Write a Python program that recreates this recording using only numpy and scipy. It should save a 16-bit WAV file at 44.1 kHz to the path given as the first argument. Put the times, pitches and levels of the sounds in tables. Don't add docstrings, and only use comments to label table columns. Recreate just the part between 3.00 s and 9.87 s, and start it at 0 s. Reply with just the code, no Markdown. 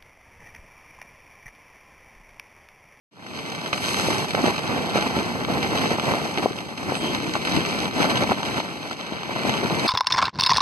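import sys
import numpy as np
from scipy import signal
from scipy.fft import rfft, irfft, next_fast_len
from scipy.io import wavfile
from scipy.ndimage import uniform_filter1d, map_coordinates

SR = 44100
rng = np.random.default_rng(int(sys.argv[2]) if len(sys.argv) > 2 else 0)


def unload_audio(sound):
    columns = np.transpose(np.atleast_2d(sound))
    steps = np.round(np.clip(columns, -1, 1) * 32767)
    wavfile.write(sys.argv[1], SR, steps.astype(np.int16))


N = 302967

# (frequency [Hz], level [dB])
NYLON_TONE = [(300, -15.5), (900, -4), (1500, -5.5), (2200, -0.5), (3000, -5), (4300, -6.5), (7000, -16.5),
              (10000, -21.5), (13000, -29.5), (15500, -37)]


def amp(db):
    return 10 ** (np.asarray(db) / 20)


def unit(x):
    return x / np.sqrt(np.mean(x ** 2) + 1e-20)


def along(points, hz):
    freqs, values = np.transpose(points)
    return np.interp(np.log(hz + 1), np.log(freqs + 1), values)


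def curves(rows):
    times, *columns = np.transpose(rows)
    return [np.interp(np.arange(N) / SR, times, column) for column in columns]


def wobble(rate):
    points = rng.standard_normal(int(N * rate / SR) + 4)
    return map_coordinates(points, [np.arange(N) * rate / SR])


def filtered(x, response):
    size = next_fast_len(N + SR // 2)
    return irfft(rfft(x, size) * response(np.fft.rfftfreq(size, 1 / SR)), size)[..., :N]


def steady(x, span_s):
    span = int(span_s * SR)
    power = uniform_filter1d(uniform_filter1d(np.mean(x ** 2, 0), span), span)
    return x / np.sqrt(np.abs(power) + 1e-12)


def stereo(pair, tone):
    # (frequency [Hz], likeness [0 to 1])
    likeness = [(50, .55), (200, .83), (320, .7), (450, .5), (700, .87), (1000, .99), (1450, .86),
                (2200, .98), (3300, .997), (5000, .9995), (15000, .998)]

    def blend(hz):
        angle = np.arccos(np.clip(along(likeness, hz), 0, .9999)) / 2
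        return amp(along(tone, hz)) * [np.cos(angle), np.sin(angle)]
    mid, side = filtered(pair, blend)
    return np.array([mid + side, mid - side])


def noise(tone):
    return stereo(rng.standard_normal((2, N)), tone)


def kicks(rate, scatter_db):
    return (rng.random(N) < rate / SR) * amp(scatter_db * np.clip(rng.standard_normal(N), -2.2, 2.2))


def flurries(rate, scatter_db, decay_s):
    power = signal.lfilter([1], [1, -np.exp(-2 / (decay_s * SR))], kicks(rate, scatter_db) ** 2)
    return unit(np.sqrt(power))


def pop(t, hz):
    u = (np.pi * hz * t) ** 2
    return (2 * u - 1) * np.exp(-u)


def tick(t, hz, cycles=2):
    click = -.6 * pop(t + .0004, hz * 1.6)
    rebound = .5 * pop(t - .0007, hz * .5)
    ring_level = (t > 0) * (1 - np.exp(-np.abs(t) * hz * 2)) * np.exp(-np.abs(t) * hz / cycles)
    ring = -.4 * ring_level * np.cos(2 * np.pi * hz * t)
    return click + pop(t, hz) + rebound + ring


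def limp(x, top_hz=7400):
    return filtered(x, lambda hz: 1 / np.sqrt(1 + (hz / top_hz) ** 6))


def roar(level_db, billow):
    # (frequency [Hz], level [dB])
    wind_tone = [(20, -45), (32, -38), (50, -19.5), (80, -9), (120, -4.5), (165, -1.8), (220, -0.6),
                 (320, -2.5), (450, -7), (800, -19.5), (2000, -44.5)]
    air = noise(wind_tone) * amp(2.4 * billow + 0.5 * wobble(45))
    return amp(level_db + 0.83) * steady(air, span_s=0.032)


def swishes():
    # (time [s], half length [s], pitch [Hz], band width [Hz], level [dB])
    swells = [(2.18, 0.013, 220, 200, -27.5), (3.977, 0.038, 8500, 1500, -41.5),
              (4.08, 0.064, 3170, 300, -33.5), (4.04, 0.02, 285, 140, -28), (4.103, 0.025, 290, 200, -29),
              (4.189, 0.02, 240, 180, -30), (4.28, 0.042, 321, 80, -30.5), (4.287, 0.016, 165, 70, -31),
              (4.557, 0.049, 180, 90, -25.5)]
    t = np.arange(N) / SR
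    out = np.zeros(N)
    for time, length, hz, width, db in swells:
        band = filtered(rng.standard_normal(N), lambda f: 1 / (1 + (2 * (f - hz) / width) ** 2))
        swell = np.exp(-((t - time) / length) ** 2)
        out += amp(db) * np.sqrt(np.mean(swell ** 2)) * unit(swell * band)
    return out


def creases(level_db, rate, hz, boost_db):
    t = np.arange(-SR // 1000, SR // 250) / SR
    when, pitch, faintness, direction = rng.random((int(rate * N / SR), 4)).T
    at = (when * (N - SR // 100)).astype(int) + SR // 1000
    gain = amp(level_db[at] + boost_db - 10.5 * np.sqrt(faintness)) * np.sign(direction - .5)
    ticks = gain[:, None] * tick(t, hz * 2 ** (2 * pitch[:, None] - 1))
    places = at[:, None] + np.round(t * SR).astype(int) + 1
    return np.bincount(places.ravel(), ticks.ravel(), N)[:N]


def rustle(level_db, billow):
    # (time [s], treble lift [dB])
    brightness = [(0.6, -0.5), (0.9, 6.5), (1.7, -2), (2.3, 0.5), (3.1, 0), (3.4, 2), (4.6, -1.5),
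                  (5.1, -0.5), (5.9, -1.5), (6.2, -5.5), (6.6, -1.5)]
    rub = unit(noise(NYLON_TONE)) * flurries(rate=170, scatter_db=4.5, decay_s=0.008)
    hiss = amp(5.5) * unit(noise(NYLON_TONE))
    cloth = amp(level_db + 0.96) * steady((rub + hiss) * amp(billow), span_s=0.11)
    cloth += limp(creases(level_db, rate=90, hz=2900, boost_db=18))
    treble = filtered(cloth, lambda hz: hz ** 4 / (hz ** 4 + 5500 ** 4))
    return cloth + (amp(curves(brightness)[0]) - 1) * treble


def flutter(level_db, billow):
    # (frequency [Hz], level [dB])
    panel_tone = [(60, -20), (200, -15), (400, -5), (620, 1.5), (850, 2), (1100, -3), (1400, -5.5),
                  (2000, -5), (4000, -27.5), (8000, -72)]
    pops_per_s = 400 * amp(0.9 * (level_db - np.median(level_db)))
    pops = -np.array([kicks(pops_per_s, scatter_db=4.0), kicks(pops_per_s, scatter_db=6.5)])
    patter = steady(stereo(pops - pops.mean(), panel_tone), span_s=0.2)
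    rush = amp(0.5) * unit(noise(panel_tone))
    return amp(level_db - 1) * steady((patter + rush) * amp(3.24 * billow), span_s=0.059)


def slack():
    dips = [(0.723, .01, 4), (1.273, 0.019, 4.5), (1.322, 0.011, 4.5), (1.37, 0.0054, 1.5),
            (1.449, .005, 1), (1.55, 0.023, -2.5), (1.573, .007, 4.5), (1.88, 0.03, 3.5),
            (1.949, 0.0054, -0.5), (2.125, 0.012, 2.5), (2.968, 0.01, 5.5), (3.006, 0.021, 4),
            (3.991, .018, 2.5), (4.211, 0.02, 4), (4.44, 0.0091, 3), (4.906, 0.04, 7), (5.26, 0.012, 2),
            (5.359, 0.033, 3.5), (5.427, 0.017, 6), (5.622, .012, 4), (5.956, .025, 2.5), (6.623, 0.009, 5),
            (6.691, 0.016, 5.5)]
    t = np.arange(N) / SR
    return sum(db * np.exp(-((t - time) / length) ** 2) for time, length, db in dips)


def flaps(attack_s=0.0024, release_s=0.0084, lead_in_db=1, lead_in_s=0.012):
    catches = [(0.727, 0.0036, 3.3, 6), (1.337, 0.067, 1.4, 1.5), (1.427, 0.0087, 4.4, 1),
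               (1.438, 0.0062, 4, 2), (1.457, 0.0049, 8.7, 0), (1.472, 0.032, 6.8, 2),
               (1.579, 0.014, 6.9, 5), (1.955, 0.028, 5.4, 0.5), (2.056, .013, 3.5, 2.5),
               (2.156, 0.036, 4.8, 2), (2.255, 0.042, 1.6, -1), (2.484, 0.11, 2.2, 1.5),
               (2.84, 0.023, 2.7, 1), (2.903, 0.0081, 3, -0.5), (2.984, .006, 4.8, 4),
               (3.064, .09, 5.2, 2.5), (3.215, 0.023, 2.8, 3.5), (3.373, 0.027, 5, 4),
               (3.423, 0.025, 7.7, 3.5), (3.845, 0.052, 3, 2), (4.027, 0.2, 2.6, .5),
               (4.351, 0.026, 3.5, -0.5), (4.471, 0.05, 2.4, -0.5), (4.534, 0.048, 3.3, 2),
               (4.84, 0.095, 2.5, 2), (5.002, 0.055, 3.2, -1.5), (5.097, 0.014, 3.3, -2.5),
               (5.202, 0.028, 4.7, 2), (5.306, 0.012, 5.7, 4.5), (5.569, 0.019, 4.4, 2.5),
               (5.909, 0.0077, 5, 0), (6.12, 0.048, 3.4, 1.5), (6.292, 0.016, 2.4, 3),
               (6.354, 0.012, 6.8, 2.5), (6.452, 0.024, 5.3, 0.5), (6.489, 0.004, 3.8, 8),
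               (6.631, 0.025, 1, 2), (6.704, 0.0044, 1.4, 3.5), (6.724, 0.016, 1.2, 3.5)]
    t = np.arange(N) / SR
    surge, weight = np.zeros((2, N))
    for time, hold, surge_db, weight_db in catches:
        filled = np.clip((t - time) / attack_s + .5, 0, 1)
        shape = filled * np.exp(-np.maximum(t - time - hold, 0) / release_s)
        lead_in = (1 - filled) * np.exp(-np.abs(t - time) / lead_in_s)
        surge += surge_db * shape + lead_in_db * lead_in
        weight += weight_db * shape
    return surge, weight


def crinkles(fade_60db_s=0.05):
    # (time [s], tick level [dB], crackle level [dB], tick pitch [Hz])
    buckles = [(0.266, -32, -33, 2340), (0.3905, -23, -33, 2870), (0.52, -21, -27, 3030),
               (0.55, -18.5, -26.5, 2540), (0.6612, -17.5, -28, 1910), (0.671, -19, -36, 2870),
               (0.7295, -14, -26, 2300), (0.7319, -7, -28, 2450), (0.7368, -18, -29, 2270),
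               (0.745, -17, -45, 2450), (0.7777, -19, -23, 2880), (0.85, -16, -25, 3100),
               (0.885, -14, -28, 2570), (0.9449, -8.5, -27, 2140), (1.128, -18, -33, 2680),
               (1.3074, -18, -22.5, 3140), (1.3357, -19, -32, 2500), (1.3509, -8.5, -29, 2120),
               (1.4287, -22, -30, 2660), (1.5608, -21, -26, 2600), (1.581, -15, -27, 2600),
               (1.5923, -14, -31, 2190), (1.7658, -25, -38, 2570), (1.9885, -17, -32, 2420),
               (2.025, -14, -24, 2400), (2.0683, -18, -28, 2230), (2.1676, -19, -33, 2700),
               (2.189, -15, -30, 2400), (2.45, -11, -35, 2190), (2.629, -12.5, -20.5, 2570),
               (2.776, -21, -25, 3120), (2.7854, -12, -31, 3010), (2.8713, -15, -30, 2680),
               (2.9314, -21, -36, 4500), (2.9982, -10, -26, 2390), (3.138, -13, -32, 2200),
               (3.3759, -10, -27, 2200), (3.3837, -16, -30, 2550), (3.5233, -22, -38, 2790),
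               (3.5881, -19, -31, 2780), (3.778, -34, -27, 2950), (3.954, -11.5, -28, 2580),
               (4.149, -11.5, -24, 3630), (4.2033, -15, -38, 2360), (4.2955, -17, -36, 3670),
               (4.338, -11.5, -25, 4050), (4.3566, -13, -34, 2610), (4.4193, -19, -36, 2890),
               (4.451, -18, -21.5, 2940), (4.4734, -16, -24, 3460), (4.564, -20, -18.5, 2690),
               (4.6069, -15, -30, 2760), (4.6161, -17, -32, 2610), (4.6517, -14, -32, 2440),
               (4.804, -13, -32, 3420), (4.857, -13, -27, 2700), (4.9114, -19, -37, 1830),
               (4.9942, -15, -31, 3520), (5.0217, -16, -24, 2720), (5.0293, -13, -21, 2780),
               (5.106, -14, -29, 3170), (5.157, -11, -26, 2930), (5.1728, -10, -24, 2880),
               (5.1766, -11, -28, 3440), (5.237, -11, -30, 3660), (5.299, -14, -36, 2270),
               (5.4317, -12.5, -27, 2870), (5.4522, -19, -26, 3040), (5.602, -18, -24, 2640),
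               (5.913, -24, -31, 3470), (5.9307, -20, -33, 2980), (6.0118, -19, -38, 3120),
               (6.0655, -22, -38, 2930), (6.1673, -26, -40, 3040), (6.2335, -19, -32, 2900),
               (6.435, -17, -33, 2370), (6.4953, -10, -18.5, 3620), (6.54, -14.5, -25, 2970),
               (6.5784, -15, -33, 2880), (6.797, -11, -26, 4200), (6.8637, -15, -26, 2650)]
    t = np.arange(-SR // 500, SR // 10) / SR
    bursts, ticks = np.zeros((2, N + SR))
    typical_db = np.median([row[1] for row in buckles])
    for time, tick_db, crackle_db, hz in buckles:
        start = round((time + t[0]) * SR)
        ring_cycles = 2.7 * amp(0.6 * (tick_db - typical_db))
        ticks[start:start + len(t)] += amp(tick_db) * tick(t, hz, ring_cycles)
        bursts[start:start + len(t)] += amp(crackle_db - 60 * t / fade_60db_s) * (t > 0)
    crackle = filtered(noise(NYLON_TONE), lambda hz: 1 / (1 + 1j * hz / 5000))
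    return limp(ticks[:N]) + bursts[:N] * unit(crackle)


def snaps():
    # (time [s], level [dB], pitch [Hz], left over right [dB])
    pulls = [(0.732, -11, 890, -4), (0.884, -16.5, 820, -4), (1.0866, -9.5, 410, -2), (1.246, -14, 1030, 0),
             (1.348, -10, 460, -5), (1.379, -16, 517, -9), (1.4404, -17, 282, -5), (1.4436, -10, 356, -6),
             (1.4732, -15, 480, -1), (1.4816, -11, 500, -3), (1.5009, -17, 400, -4), (1.7645, -18, 520, 2),
             (1.9586, -9, 357, -2), (1.9882, -13, 427, -3), (2.169, -13, 300, 3), (2.1775, -17, 450, 0),
             (2.1815, -15.5, 230, 1), (2.486, -15, 660, 1), (2.5045, -13, 420, 4), (2.7281, -15.5, 390, 3),
             (2.9072, -18, 540, -1), (2.9158, -10.5, 366, 1), (2.9859, -9.5, 675, 1), (3.098, -15, 720, 0),
             (3.1387, -8.5, 710, 2), (3.1477, -12.5, 674, 1.5), (3.3848, -17, 420, 2),
             (3.46, -2.5, 540, 4.5), (3.511, -20, 280, 7), (3.9222, -10, 570, 5), (4.0328, -17, 360, 1),
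             (4.3546, -4.5, 1160, 1), (4.3644, -17, 566, 8), (4.4516, -17, 850, 0), (4.4729, -14, 1030, 0),
             (4.575, -15, 254, 19), (4.588, -16, 330, 5), (5.0044, -12.5, 312, 13), (5.0448, -8, 815, 6),
             (5.226, -11, 534, 3), (5.237, -19, 730, 0), (5.2938, -11.5, 690, 1), (5.312, -11, 880, 2),
             (5.3202, -3.5, 766, 1), (5.4317, -13, 1100, 1), (5.6025, -11.5, 800, 1), (5.9122, -16, 990, 3),
             (6.124, -19.5, 305, 8), (6.234, -16.5, 990, 0), (6.295, -16, 590, 3), (6.3634, -11.5, 666, 4),
             (6.4516, -12, 440, 6), (6.54, -15, 960, 2), (6.6324, -13.5, 500, 5), (6.652, -14, 260, 7),
             (6.7073, -13.5, 700, 0.5), (6.8502, -12, 560, 4)]
    t = np.arange(-SR // 100, SR // 50) / SR
    out = np.zeros((2, N + SR))
    rebound_delays = rng.uniform(0.0017, 0.00385, len(pulls))
    for (time, db, hz, pan_db), delay_s in zip(pulls, rebound_delays):
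        pulse = pop(t, hz) - 0.35 * pop(t - delay_s, hz * 1.34)
        start = round((time + t[0]) * SR)
        out[:, start:start + len(t)] += amp(db + np.array([[pan_db], [-pan_db]]) / 2) * pulse
    return filtered(out[:, :N], lambda hz: 1 / (1 + (hz / 1650) ** 6))


def scene():
    # (time [s], roar level [dB], flutter level [dB], rustle level [dB])
    gusts = [(0.12, -59, -61.5, -60), (0.2, -48, -47.5, -53), (0.35, -37.5, -41, -38),
             (0.69, -36, -34, -37.5), (0.9, -32.5, -36, -29.5), (1.09, -27, -26.5, -29),
             (1.33, -32.5, -32, -34), (1.42, -27.5, -26, -33), (1.58, -37, -36, -34.5),
             (1.72, -27.5, -27, -33), (2.06, -30, -28.5, -31.5), (2.37, -30.5, -31.5, -38),
             (2.79, -26.5, -26.5, -30.5), (3.22, -32.5, -30, -34), (3.73, -38, -39, -42.5),
             (3.93, -31, -31.5, -34.5), (4.4, -33, -38.5, -34.5), (4.53, -30.5, -34.5, -30),
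             (4.93, -29.5, -30, -31.5), (5.01, -25, -26, -31), (5.57, -32, -31, -33),
             (5.7, -36.5, -37.5, -38.5), (6.18, -40.5, -38.5, -38.5), (6.49, -29.5, -30.5, -31.5),
             (6.87, -27.5, -26.5, -29)]
    # (time [s], left over right [dB])
    wind_side = [(0.7, 0), (1.6, -2), (2.3, -0.5), (3.1, -1), (4.57, 4), (5.1, 0.5), (6.3, 3)]
    roar_db, flutter_db, rustle_db = np.array(curves(gusts)) - slack()
    surge_db, weight_db = flaps()
    billow = unit(wobble(28) + 0.52 * wobble(75))
    lean = amp(curves(wind_side)[0] * np.array([[.5], [-.5]]))
    wind = lean * roar(roar_db + 0.56 * surge_db + weight_db, billow)
    panels = flutter(flutter_db + surge_db, billow)
    nylon = rustle(rustle_db + surge_db - weight_db, billow)
    return wind + panels + nylon + snaps() + crinkles() + swishes()


def record(dry):
    # (frequency [Hz], lead [radians])
    right_phase = [(50, 3.9), (100, 4.66), (200, 4.8), (450, 4.36), (700, 4.03), (1000, 3.26), (2200, 3.14)]
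    lead_s, opens_s, fade_in_s = .000562, .11, 0.019
    low_cut_hz, top_hz = 30, 15500
    right = filtered(dry[1], lambda hz: np.exp(1j * (2 * np.pi * hz * lead_s + along(right_phase, hz))))
    fade_in = np.clip((np.arange(N) / SR - opens_s) / fade_in_s, 0, 1)
    widened = np.array([dry[0], right]) * fade_in
    less_rumble = filtered(widened, lambda hz: hz ** 4 / (hz ** 4 + low_cut_hz ** 4))
    return filtered(less_rumble, lambda hz: hz < top_hz)


dry = scene()
out = record(dry)
unload_audio(out)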